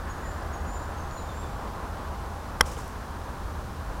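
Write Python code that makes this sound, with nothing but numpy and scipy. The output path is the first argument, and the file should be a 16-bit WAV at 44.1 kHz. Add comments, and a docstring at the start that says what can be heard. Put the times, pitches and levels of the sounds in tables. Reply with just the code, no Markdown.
"""A putt on a golf green

A putter strikes a golf ball: both ring for an instant, making one dry click. A low thud comes with it.
The ball sets off over the grass with a faint rustle, and a few tiny ticks dot the scene.
Small birds whistle in the trees. Behind them lie far traffic, an engine drone and light wind."""
import sys
import numpy as np
from scipy import signal
from scipy.fft import rfft, irfft
from scipy.io import wavfile

SR = 44100
rng = np.random.default_rng(int(sys.argv[2]) if len(sys.argv) > 2 else 0)


def digitize_waveform(pressure):
    """Quantize a signal to 16-bit integers and store it at the path in sys.argv[1].

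    Rows of a 2-D input are taken as channels; values are limited to [-1, 1].
    """
    field = np.atleast_2d(pressure).T
    bounded = np.clip(field, -1, 1)
    quanta = np.round(bounded * 32767).astype(np.int16)
    wavfile.write(sys.argv[1], SR, quanta)


N = 176400  # 4 seconds
PUTT_S = 2.60784  # when the putter meets the ball

# A fade time is how long a sound takes to drop by 60 dB.
# ringing tones of putter and ball (pitch [Hz], relative level [dB], fade time [s])
CLICK_TONES = [(170, -25, 0.037), (500, -18, 0.037), (600, -25, .037), (870, -9.5, 0.018),
               (1106, -13, .034), (1251, -11, .018), (1564, -5.5, 0.016), (1890, -10, 0.012),
               (2040, -7.5, 0.019), (3230, -8.5, 0.013), (4029, -16, .0055), (4700, -12, 0.0053),
               (5470, -5.5, 0.0076), (6180, -12, .0045), (7330, -11, 0.0039), (9700, -14, 0.012),
               (11250, -13.5, 0.0047), (12640, -21, .0066), (13500, -22.8, .006), (14640, -20.7, .003)]
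# deep tones that die away after the click (pitch [Hz], level [dB], fade time [s])
THUMP_TONES = [(24, -26.5, .25), (62.4, -27, 0.24), (125, -36, 0.11)]
# the ball brushing the grass (start [s], fade time [s], level [dB])
GRASS_BRUSHES = [(2.645, 0.39, -40.5), (2.708, 0.088, -41.5), (2.762, 0.65, -48)]
# tone colour of the rustle (frequency [Hz], relative level [dB])
GRASS_COLOUR = [(200, 7), (500, 7), (1500, -1), (3000, 0.5), (4000, -7), (5300, 2), (7500, 0.5),
                (10500, -7), (15500, -14)]
# tiny ticks (start [s], level [dB], pitch [Hz], fade time [s])
TINY_TICKS = [(.422, -48, 4900, .04), (1.111, -45, 4500, .015), (2.673, -36, 530, 0.036),
              (2.767, -43, 2980, .02), (2.771, -41, 493, 0.051), (2.879, -31.5, 10800, 0.005)]
# bird whistles (start [s], length [s], first pitch [Hz], last pitch [Hz], level [dB],
# loudest point [share of the length])
BIRD_NOTES = [(.085, .05, 6730, 6700, -47.5, .4), (.2, 0.13, 6930, 7200, -52.5, 0.73),
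              (.525, .045, 6760, 6580, -47, 0.43), (.645, 0.14, 6970, 7130, -49, 1),
              (.972, .025, 6700, 6270, -53, .5), (.995, .04, 6300, 6400, -54, .4),
              (1.09, .16, 6880, 7030, -49.5, .65), (1.3, 0.16, 7200, 7430, -53.5, 0.54),
              (1.155, .06, 4450, 3800, -52.5, .65), (1.275, .068, 3720, 3400, -54, .45),
              (1.417, 0.043, 3800, 3420, -52, 0.46), (.22, 0.12, 2037, 1700, -47.5, .4)]
# tone colour of the tyre roar (frequency [Hz], relative level [dB])
ROAR_COLOUR = [(110, -13), (200, -1), (380, -3), (600, -2), (800, -2), (1050, 0.5), (1400, -6), (1750, -14),
               (2200, -20), (3000, -26)]
# loudness of the tyre roar (time [s], level [dB])
ROAR_LEVEL = [(0, -40), (.85, -38), (1.4, -40), (1.85, -37), (2.3, -39.5), (3, -41), (4, -41)]
# tone colour of the roar's bright part (frequency [Hz], relative level [dB])
BRIGHT_ROAR_COLOUR = [(900, -47), (1400, 6.5), (1700, 5), (2000, -6.5), (2500, -44)]
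# loudness of that bright part (time [s], level [dB])
BRIGHT_ROAR_LEVEL = [(0, -48.5), (.8, -50), (1.5, -56.5), (4, -52.5)]
# an engine's drone and whine (pitch [Hz], waver rate [Hz], level [dB])
ENGINE_TONES = [(76.15, 9.4, -40), (807.6, 16, -53)]
# tone colour of the wind's rumble (frequency [Hz], relative level [dB])
WIND_COLOUR = [(12, -12), (30, -7), (52, 2.5), (70, -9.5), (95, -7), (130, -11), (200, -15.5), (400, -27),
               (900, -50)]
# tone colour of the open air's hiss (frequency [Hz], relative level [dB])
AIR_COLOUR = [(1000, 0), (2500, 0), (4000, -1.5), (6000, -3.5), (8000, -6.5), (12000, -9.5), (15500, -13)]
# faint hiss that differs between the ears (frequency [Hz], relative level [dB])
SIDE_COLOUR = [(100, 6), (1000, -26), (5000, 0), (10000, 7.5), (15500, 3)]


def putt(t):
    """The putter's push rings the low tones; the high ones stir at first touch and crack just after."""
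    out, age = np.zeros(N), t - PUTT_S
    crack_above_hz, crack_lag_s = 2600, 0.0017
    for k, (hz, db, fade) in enumerate(CLICK_TONES):
        if hz < crack_above_hz:
            tone = ring(age, hz, fade, rise_s=0.00075)
        else:
            first_touch = gain(-21) * ring(age, hz, fade, rise_s=0.0013)
            crack = ring(age - crack_lag_s, hz, fade, rise_s=0.0013)
            tone = first_touch + crack
        out += (-1) ** k * gain(db) * tone  # every other tone starts by swinging the opposite way
    return gain(0.5) * out


def thud(t):
    """A short low push and a soft, deep thump that dies away after the click."""
    age, push_s = t - PUTT_S, 0.0045
    push = gain(-23) * np.sin(np.pi * np.clip(age / push_s, 0, 1))
    thump = sum(gain(db) * ring(age, hz, fade, rise_s=push_s) for hz, db, fade in THUMP_TONES)
    return push + thump


def rustle(t):
    """The ball brushes over the grass, each grainy brush trailing off into the next."""
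    brushes = sum(gain(db) * burst(t - start, fade, rise_s=0.028) for start, fade, db in GRASS_BRUSHES)
    grain = gain(1.8 * wander(rate_hz=250))
    return brushes * grain * noise(GRASS_COLOUR)


def ticks(t):
    """Tiny dry ticks, each a burst of noise around its own pitch."""
    out = np.zeros(N)
    for start, db, hz, fade in TINY_TICKS:
        band = noise([(hz / 1.12, -16), (hz, 0), (hz * 1.12, -16)])
        out += gain(db) * burst(t - start, fade, rise_s=0.00054) * band
    return out


def birds(t):
    """Small birds sing thin, gliding whistles that swell and break off."""
    song = np.zeros(N)
    waver = 1 + 0.0038 * wander(rate_hz=110)
    for start, length, first_hz, last_hz, db, peak in BIRD_NOTES:
        progress = np.clip((t - start) / length, 0, 1)
        hz = last_hz + (first_hz - last_hz) * (1 - progress) ** 1.35  # the glide slows near its end
        swell = np.sin(np.pi / 2 * np.interp(progress, [0, min(peak, 0.95), 1], [0, 1, 0]))
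        song += gain(db) * swell * np.sin(2 * np.pi * np.cumsum(hz * waver) / SR)
    flutter = gain(2 * wander(rate_hz=45))
    return song * flutter


def tree_echo(t, song):
    """The trees scatter the birdsong back as a soft echo."""
    tail = rng.standard_normal(N) * burst(t, fade_s=0.65, rise_s=0.036)
    return gain(-6) * signal.fftconvolve(song, tail / np.linalg.norm(tail))[:N]


def traffic(t):
    """Far tyres make a roar that swells and dulls."""
    roar = gain_curve(t, ROAR_LEVEL) * noise(ROAR_COLOUR)
    bright = gain_curve(t, BRIGHT_ROAR_LEVEL) * noise(BRIGHT_ROAR_COLOUR)
    return (roar + bright) * gain(0.83 * wander(rate_hz=17))


def engine(t):
    """A far engine drones and whines; both tones waver in loudness and pitch."""
    out = np.zeros(N)
    for hz, rate_hz, db in ENGINE_TONES:
        angle = 2 * np.pi * hz * t
        out += gain(db) * (wander(rate_hz) * np.sin(angle) + wander(rate_hz) * np.cos(angle))
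    return out


def wind():
    """Light gusts make a low, unsteady rumble under the smooth hiss of open air."""
    rumble = gain(-38 + wander(rate_hz=5.1)) * noise(WIND_COLOUR)
    hiss = gain(-52.8) * noise(AIR_COLOUR)
    return rumble + hiss


def gain(db):
    """Turns decibels into a number to multiply a sound by."""
    return 10 ** (np.asarray(db) / 20)


def gain_curve(t, points):
    """A gain that follows (time [s], level [dB]) points."""
    return gain(np.interp(t, *np.array(points).T))


def burst(age, fade_s, rise_s):
    """The loudness shape of a hit: a rounded rise, then a fade."""
    rise = np.sin(np.pi / 2 * np.clip(age / rise_s, 0, 1)) ** 2
    return rise * np.exp(-np.log(1000) * np.maximum(age - rise_s / 2, 0) / fade_s)


def ring(age, hz, fade_s, rise_s):
    """One pure tone that starts quickly and dies away."""
    return burst(age, fade_s, rise_s) * np.sin(2 * np.pi * hz * age)


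def noise(colour):
    """Noise of typical size 1, shaped by (frequency [Hz], relative level [dB]) points."""
    hz, db = np.array(colour, float).T
    f = np.maximum(np.arange(N // 2 + 1) * SR / N, 1)
    shape = gain(np.interp(np.log(f), np.log(hz), db))
    edges = np.minimum(f / hz[0], 1) ** 2 * np.minimum(hz[-1] / f, 1) ** 2  # weaker past either end
    x = irfft(rfft(rng.standard_normal(N)) * edges * shape, N)
    return x / x.std()


def wander(rate_hz):
    """A smooth random drift of typical size 1; a higher rate moves faster."""
    f = np.arange(N // 2 + 1) * SR / N
    x = irfft(rfft(rng.standard_normal(N)) * np.exp(-(f / rate_hz) ** 2), N)
    return x / np.sqrt(np.mean(x ** 2))


def scene():
    """Everything sits in the centre; only a trace of hiss differs between the ears."""
    t = np.arange(N) / SR
    side = gain(-70) * noise(SIDE_COLOUR)
    foreground = putt(t) + thud(t) + rustle(t) + ticks(t)
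    song = birds(t)
    centre = foreground + song + tree_echo(t, song) + traffic(t) + engine(t) + wind()
    return np.array([centre + side, centre - side])


def record(dry):
    """Rounds off the peak of the click and cuts the highest treble."""
    ceiling, top_hz = 0.82, 15800
    rounded = dry / (1 + (dry / ceiling) ** 4) ** (1 / 4)
    treble_cut = signal.ellip(10, 0.1, 90, top_hz, fs=SR, output="sos")
    return signal.sosfilt(treble_cut, rounded)


dry = scene()
out = record(dry)
digitize_waveform(out)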